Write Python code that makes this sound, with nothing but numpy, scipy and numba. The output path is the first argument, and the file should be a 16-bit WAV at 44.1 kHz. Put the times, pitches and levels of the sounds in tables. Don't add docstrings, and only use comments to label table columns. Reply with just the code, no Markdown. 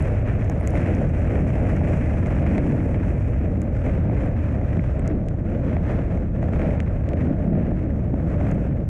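import sys
import numpy as np
from scipy import signal
from scipy.fft import rfft, irfft, next_fast_len
from scipy.io import wavfile
from scipy.ndimage import uniform_filter1d
from numba import njit

SR = 44100
rng = np.random.default_rng(int(sys.argv[2]) if len(sys.argv) > 2 else 0)


def generate_wav(signal):
    frames = np.transpose(np.atleast_2d(signal))
    scaled = np.clip(frames, -1, 1) * 32767
    pcm = np.round(scaled).astype(np.int16)
    wavfile.write(sys.argv[1], SR, pcm)


def convert_level_to_amplitude(level_db):
    exponent = np.asarray(level_db, float) / 20
    return 10 ** exponent


N = 392042
T = np.arange(N) / SR


def level(x, db):
    return x * convert_level_to_amplitude(db) / np.sqrt(np.mean(x ** 2))


def walk(rate):
    hold = int(SR / rate)
    steps = np.repeat(rng.standard_normal(N // 100), hold)[:N]
    smooth = uniform_filter1d(uniform_filter1d(steps, hold), hold)
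    return level(smooth, 0)


def curve(table):
    t, value = np.transpose(table)
    return np.interp(T, t, value)


def ring(hz, t60, rise):
    t = np.arange(1024) / SR
    fade = np.exp(-np.log(1000) * t / t60)
    push = 1 - np.exp(-(t / rise) ** 2)
    x = np.sin(2 * np.pi * hz * t) * fade * push
    return x / np.abs(x).max()


# (f/Hz, level/dB)
HOUSING_COLOUR = [(15, -29), (30, 0.5), (55, 3), (82, 6.5), (160, -2.5), (300, -11.5), (385, -21),
                  (600, -16), (1000, -40), (1500, -41), (2050, -40.5), (2550, -42.5), (2750, -48.5),
                  (3050, -53), (3700, -60.5), (4750, -66), (5700, -60.5), (7200, -61.5), (8300, -64.5),
                  (10000, -67), (11500, -74.5), (14000, -95)]


def housed(x, lo_hz, hi_hz, order=6):
    size = 2 * next_fast_len(N // 2 + 1)
    hz = np.arange(1, size // 2 + 2) * SR / size
    colour_hz, colour_db = np.transpose(HOUSING_COLOUR)
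    colour = convert_level_to_amplitude(np.interp(np.log(hz), np.log(colour_hz), colour_db))
    low_cut = 1 + (lo_hz / hz) ** (2 * order)
    high_cut = 1 + (hz / hi_hz) ** (2 * order)
    band = 1 / np.sqrt(low_cut * high_cut)
    cepstrum = irfft(np.log(colour * band), size)
    cepstrum[1:size // 2] *= 2
    cepstrum[size // 2 + 1:] = 0
    response = np.exp(rfft(cepstrum))
    return level(irfft(rfft(x, size) * response, size)[:N], 0)


# (arrival t/s, level/dB, hold t/s)
GUST_LIST = [(-.05, -41, 0.23), (0.13, -41.5, 0.06), (0.247, -37, 0.055), (0.363, -41.5, 0.62),
             (0.716, -33.5, 0.12), (0.798, -35, 0.1), (0.9, -40, 0.12), (1.113, -41.5, 0.13),
             (1.256, -43, 0.14), (1.447, -42, 0.24), (1.622, -39, 0.11), (1.725, -42.5, 0.14),
             (1.806, -39.5, 0.24), (2.054, -41.5, 0.35), (2.274, -38.5, 0.13), (2.435, -36.5, 0.12),
             (2.58, -42, 0.15), (2.768, -46, 0.25), (2.997, -45.5, 0.12), (3.138, -49, 0.32),
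             (3.453, -49, 0.19), (3.714, -41, 0.059), (3.823, -37.5, 0.11), (3.948, -41.5, 0.088),
             (4.094, -40.5, 0.11), (4.16, -38.5, 0.077), (4.341, -41, 0.11), (4.495, -43.5, 0.051),
             (4.612, -41.5, 0.3), (4.897, -44.5, 0.2), (5.018, -38.5, 0.059), (5.086, -43, 0.035),
             (5.198, -51.5, 0.2), (5.435, -44, 0.37), (5.613, -38.5, 0.13), (5.797, -38.5, 0.066),
             (5.86, -35, 0.094), (6.084, -42, 0.076), (6.32, -47.5, 0.071), (6.398, -41, 0.091),
             (6.501, -36, 0.043), (6.562, -34.5, 0.095), (6.678, -39, 0.055), (6.727, -49.5, 0.13),
             (6.85, -46, 0.11), (7.01, -47, .1), (7.15, -40, 0.12), (7.356, -45.5, 0.097),
             (7.506, -44, 0.16), (7.634, -47, 0.19), (7.749, -50, 0.34), (8.109, -49, 0.21),
             (8.247, -44, 0.16), (8.376, -39, 0.13), (8.551, -47.5, 0.14), (8.73, -49.5, 0.037)]


def wind():
    rise_db_per_s, fade_db_per_s, lull_db = 449.5, 89, -58
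    db = np.full(N, float(lull_db))
    for s, top_db, hold in GUST_LIST:
        rising = rise_db_per_s * (T - (s + 0.03))
        fading = fade_db_per_s * (s + hold - T)
        db = np.maximum(db, top_db + np.minimum(0, np.minimum(rising, fading)))
    return db


# (t/s, level/dB)
RUMBLE_STRENGTH = [(0.03, -29.5), (0.13, -24.5), (0.17, -32), (0.59, -31), (1.06, -22.5), (1.08, -29.5),
                   (1.47, -20), (1.5, -28), (1.92, -21.5), (2.04, -27.5), (2.7, -20), (3.24, -29),
                   (3.68, -25), (3.78, -38), (3.88, -27), (4.72, -30), (4.79, -30), (4.84, -38),
                   (5.13, -21.5), (5.26, -30), (5.52, -29), (6.26, -29), (6.7, -26), (6.95, -32),
                   (7.2, -25), (7.32, -20.5), (7.38, -28), (7.51, -17.5), (7.78, -26), (8.82, -24.5),
                   (8.84, -34)]
# (t/s, relative level/dB)
WATER = [(0, 4.5), (.6, 0), (1.2, 4.5), (1.9, 4), (2.6, 1.5), (3.2, 5.5), (3.9, -1), (4.6, 0), (5.3, -3),
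         (5.9, -3), (6.6, -1), (7.2, -1.5), (7.9, -1), (8.5, -0.5), (8.89, 0)]
# (base level/dB, dB per gust dB, dB per rumble dB, dB per wetness dB, own sway level/dB)
RANGE_LAWS = [(-22.5, 0.25, -0.1, 0.5, -0.14), (-27, 0.31, 0.87, 0, 0.5), (-35.5, 0.5, 0.3, 0.38, 1.44),
              (-46.5, 0.72, 0.19, 0.51, 0.33), (-51.5, 0.85, 0.08, 1.1, 0.86), (-65, 0.82, 0.12, 0.45, 0.3),
              (-73.5, 0.96, 0.24, 1.7, 1.5), (-76, 0.48, -0.4, -0.1, 0.6)]


def strengths():
    gust, rumble, wet = wind(), curve(RUMBLE_STRENGTH), curve(WATER)
    gust = gust - gust.mean() - 0.38 * walk(40)
    rumble = rumble - rumble.mean()
    levels = []
    for base_db, per_gust, per_rumble, per_wet, sway_db in RANGE_LAWS:
        driven_db = base_db + per_gust * gust + per_rumble * rumble + per_wet * wet
        levels.append(driven_db + sway_db * walk(22.0))
    return levels


def bursts(rate, fade):
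    kicks = (rng.random(N) < rate / SR) * np.minimum(rng.exponential(size=N), 2.2)
    dying = signal.lfilter([1], [1, -np.exp(-1 / (fade * SR))], kicks)
    e = uniform_filter1d(np.log(dying + 0.34), size=40)
    return level(e - e.mean(), 0)


def patter(rate, spread_db):
    hit = rng.random(N) < rate / SR
    size = np.minimum(rng.exponential(size=N), 3.0)
    return hit * rng.choice([-1., 1.], N) * convert_level_to_amplitude(spread_db * size)


def steadied(x):
    evenness, even_s = 0.46, 0.05
    power = uniform_filter1d(uniform_filter1d(x ** 2, int(even_s * SR)), int(even_s * SR / 2))
    return level(x / (power + 0.067) ** (evenness / 2), 0)


UPPER_EDGES = [145, 365, 920, 1750, 3050, 4800]
# (lower f/Hz, upper f/Hz)
HISS_BAND = (5800, 7000)


def airflow():
    buffet_db, thrum_db, roar_db, rush_db, bright_db, sizzle_db, spray_db, hiss_db = strengths()
    eddies, ripples = bursts(rate=26.0, fade=0.0046), walk(160.)
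    air = rng.standard_normal((4, N))
    a, b, c, d, e, f = UPPER_EDGES
    out = convert_level_to_amplitude(buffet_db) * steadied(housed(air[0], 16.9, a))
    out += convert_level_to_amplitude(thrum_db) * housed(air[1] * convert_level_to_amplitude(0.57 * eddies), a, b)
    out += convert_level_to_amplitude(roar_db) * housed(air[1] * convert_level_to_amplitude(0.2 * eddies + 0.16 * ripples), b, c)
    drops = level(patter(rate=830.0, spread_db=9.0), 0)
    stream = air[2] * convert_level_to_amplitude(1.2 * eddies + 0.5 * ripples) + convert_level_to_amplitude(-5.0) * drops
    out += convert_level_to_amplitude(rush_db) * housed(stream, c, d)
    out += convert_level_to_amplitude(bright_db) * housed(stream, d, e)
    out += convert_level_to_amplitude(sizzle_db) * housed(stream, e, f)
    spray = air[3] * convert_level_to_amplitude(0.46 * eddies + 1.2 * ripples) + convert_level_to_amplitude(-11.5) * drops
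    out += convert_level_to_amplitude(spray_db) * housed(spray, f, 16000.)
    out += convert_level_to_amplitude(hiss_db) * housed(rng.standard_normal(N), *HISS_BAND, order=3)
    return out


def snaps(count):
    t = np.arange(1024) / SR
    crackle = rng.standard_normal((count, 1024)) * t * np.exp(-t / 0.0004)
    band = signal.butter(3, [4300, 11000], "band", fs=SR, output="sos")
    bright = signal.sosfilt(band, crackle)
    return bright / np.abs(bright).max(axis=1, keepdims=True)


# (f/Hz, relative level/dB, 60 dB fade t/s)
WALL_TONES = [(1510, 6, 0.0053), (2100, 12.5, 0.0045), (2690, -3.5, 0.0042)]
# (f/Hz, 60 dB fade t/s)
PANEL_TONE = (675, 0.016)
# (t/s, tick peak level/dB, tick f/Hz, knock peak level/dB, thud peak level/dB)
LARGE_DROPS = [(.024, -37, 8900, -49, -34), (0.4444, -47, 6500, -49, -39), (.4973, -34, 6440, -35, -25.5),
               (0.555, -53, 6700, -39.5, -36), (.5987, -48, 9700, -53, -38), (.61, -45.5, 9100, -35, -27),
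               (.629, -53, 9500, -40, -29), (0.6736, -26, 7040, -31, -30), (0.6815, -41, 7000, -38, -46),
               (0.698, -46, 6700, -45, -38), (.7048, -44, 6000, -46, -39), (.7054, -42, 9800, -50, -45),
               (.73, -52, 6680, -50, -33), (.7368, -58, 7000, -39, -23), (.7537, -56, 7000, -26, -29),
               (.914, -52, 6000, -48, -41), (.96, -51, 8800, -52, -42), (0.9496, -36, 6170, -43, -41),
               (1.0907, -48, 6040, -44, -43), (1.231, -51, 5890, -42, -37), (1.4656, -59, 6500, -37, -26),
               (1.5045, -54, 6500, -36, -40), (1.7111, -57, 6500, -37, -31),
               (1.7637, -43.5, 6435, -45.5, -40), (1.8134, -52, 5570, -37, -18.5),
               (1.8604, -56, 5550, -41, -44), (2.2145, -51, 7500, -45, -40),
               (2.2607, -48, 6203, -31, -27.5), (2.268, -43.5, 7000, -40, -25),
               (2.4633, -55, 6800, -35, -30), (2.5795, -48, 7200, -31, -23),
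               (2.5204, -65.5, 5520, -33, -33.5), (2.8026, -64, 6500, -32, -35),
               (2.9443, -61, 6500, -31, -32), (3.6169, -36.5, 7000, -40, -35),
               (3.8397, -57, 6380, -45, -43), (3.8642, -55, 6500, -32, -32), (3.8946, -58, 6500, -31, -45),
               (4.0961, -65, 5650, -38, -21.5), (4.1326, -69, 6470, -43, -28),
               (4.2582, -53, 8000, -51, -29), (4.3146, -59, 5600, -57, -33), (4.613, -58, 6500, -39, -29.5),
               (4.7932, -66, 5370, -26.5, -47), (4.994, -46, 7900, -35, -62), (5.0764, -29, 6540, -35, -49),
               (5.1008, -60, 5680, -37, -43), (5.263, -62, 7200, -58, -47), (5.5002, -60, 5900, -48, -46),
               (5.7663, -65, 5840, -33, -18.5), (5.917, -52, 6500, -35, -33), (6.0023, -63, 6300, -48, -33),
               (6.114, -62, 6500, -47, -30), (6.1734, -52, 6500, -35.5, -29),
               (6.4093, -61.5, 5730, -54, -33), (6.4278, -52, 6620, -42, -24), (6.44, -49, 4020, -40, -35),
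               (6.4872, -64, 6500, -48, -30), (6.5336, -60, 6300, -40, -35), (6.594, -55, 6000, -33, -38),
               (6.6164, -62, 6500, -27, -36), (6.7056, -55, 5800, -30.5, -37),
               (6.8063, -58, 8500, -55, -45), (6.83, -59, 7500, -52, -45), (7.1702, -63, 6310, -40, -32),
               (7.7164, -70, 6400, -51, -26), (8.14, -70, 5635, -45, -23.5), (8.332, -56, 6000, -52, -42.5),
               (8.41, -57, 6380, -34.5, -22.5), (8.453, -56, 6009, -43, -34),
               (8.5134, -38.5, 6700, -41, -30), (8.546, -52, 7900, -49, -38)]


def large_drops():
    out = np.zeros(N + 1024)
    knock = sum(convert_level_to_amplitude(db) * ring(hz, t60, rise=0.00079) for hz, db, t60 in WALL_TONES)
    knock = knock / np.abs(knock).max()
    thud = ring(*PANEL_TONE, rise=0.00099)
    for (s, tick_db, tick_hz, knock_db, thud_db), snap in zip(LARGE_DROPS, snaps(len(LARGE_DROPS))):
        i = int((s + 0.0006) * SR)
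        hit = convert_level_to_amplitude(tick_db) * ring(tick_hz, t60=0.002, rise=0.0003)
        hit += convert_level_to_amplitude(tick_db - 7) * snap
        hit += convert_level_to_amplitude(knock_db) * knock + convert_level_to_amplitude(thud_db) * thud
        out[i:i + 1024] += hit
    return out[:N]


# (t/s of the peak, peak level/dB, treble lift level/dB)
HARD_DROPS = [(0.6748, -30, 8), (0.863, -28, -3), (2.2615, -35, 2), (2.5812, -21, -4), (5.286, -30.5, 11),
              (5.768, -29, -16), (6.8032, -18, -1.5), (7.09, -28.5, 5), (7.1342, -28.5, -10)]
# (f/Hz, level/dB)
CLICK_COLOUR = [(600, -27), (1300, -16), (2100, 5.5), (3000, -5.5), (4000, -16.5), (5000, -21), (6800, -17),
                (8500, -24), (10500, -33), (12500, -46), (15000, -65)]


def cracks():
    out = np.zeros(N + 256)
    hz = np.arange(1, 130) * SR / 256
    known_hz, known_db = np.transpose(CLICK_COLOUR)
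    colour_db = np.interp(np.log(hz), np.log(known_hz), known_db)
    treble = 1 / (1 + (4200 / hz) ** 4)
    for s, db, lift_db in HARD_DROPS:
        click = np.roll(irfft(convert_level_to_amplitude(colour_db + lift_db * treble)), 128) * np.hanning(256)
        i = int(s * SR) - 128
        out[i:i + 256] += convert_level_to_amplitude(db) * click / np.abs(click).max()
    return out[:N]


# (t/s, peak level/dB, f/Hz)
LOW_SURGES = [(2.521, -14, 232), (4.772, -11, 173), (4.79, -11, 194), (5.457, -19.5, 193.5),
              (5.794, -19.5, 179), (7.272, -18, 214), (7.309, -12.5, 259), (7.52, -14, 199),
              (8.137, -14.5, 269), (8.468, -18.5, 238)]


def surges():
    out = np.zeros(N + 1024)
    for s, db, hz in LOW_SURGES:
        i = int(s * SR)
        out[i:i + 1024] += convert_level_to_amplitude(db) * ring(hz, t60=0.03, rise=0.0033)
    return out[:N]


def scene():
    return (airflow() + large_drops() + cracks() + surges())[None]


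@njit
def follow(x, attack, release):
    e, out = .1, np.empty(len(x))
    for i in range(len(x)):
        a = abs(x[i])
        e += (a - e) * (attack if a > e else release)
        out[i] = e
    return out


def roll_off(x):
    return signal.sosfilt(signal.butter(12, 14300, fs=SR, output="sos"), x)


def record(dry):
    attack_s, release_s, threshold_db = 0.00076, 0.029, -23.0
    squeeze = 0.45
    ceiling = 0.41
    loudness = follow(dry[0], 1 / (attack_s * SR), 1 / (release_s * SR))
    loudness = uniform_filter1d(loudness, size=120)
    gain = convert_level_to_amplitude(3.0) * np.minimum(convert_level_to_amplitude(threshold_db) / loudness, 1) ** squeeze
    mix = ceiling * np.tanh(1.08 * dry * gain / ceiling)
    return roll_off(mix)


dry = scene()
out = record(dry)
generate_wav(out)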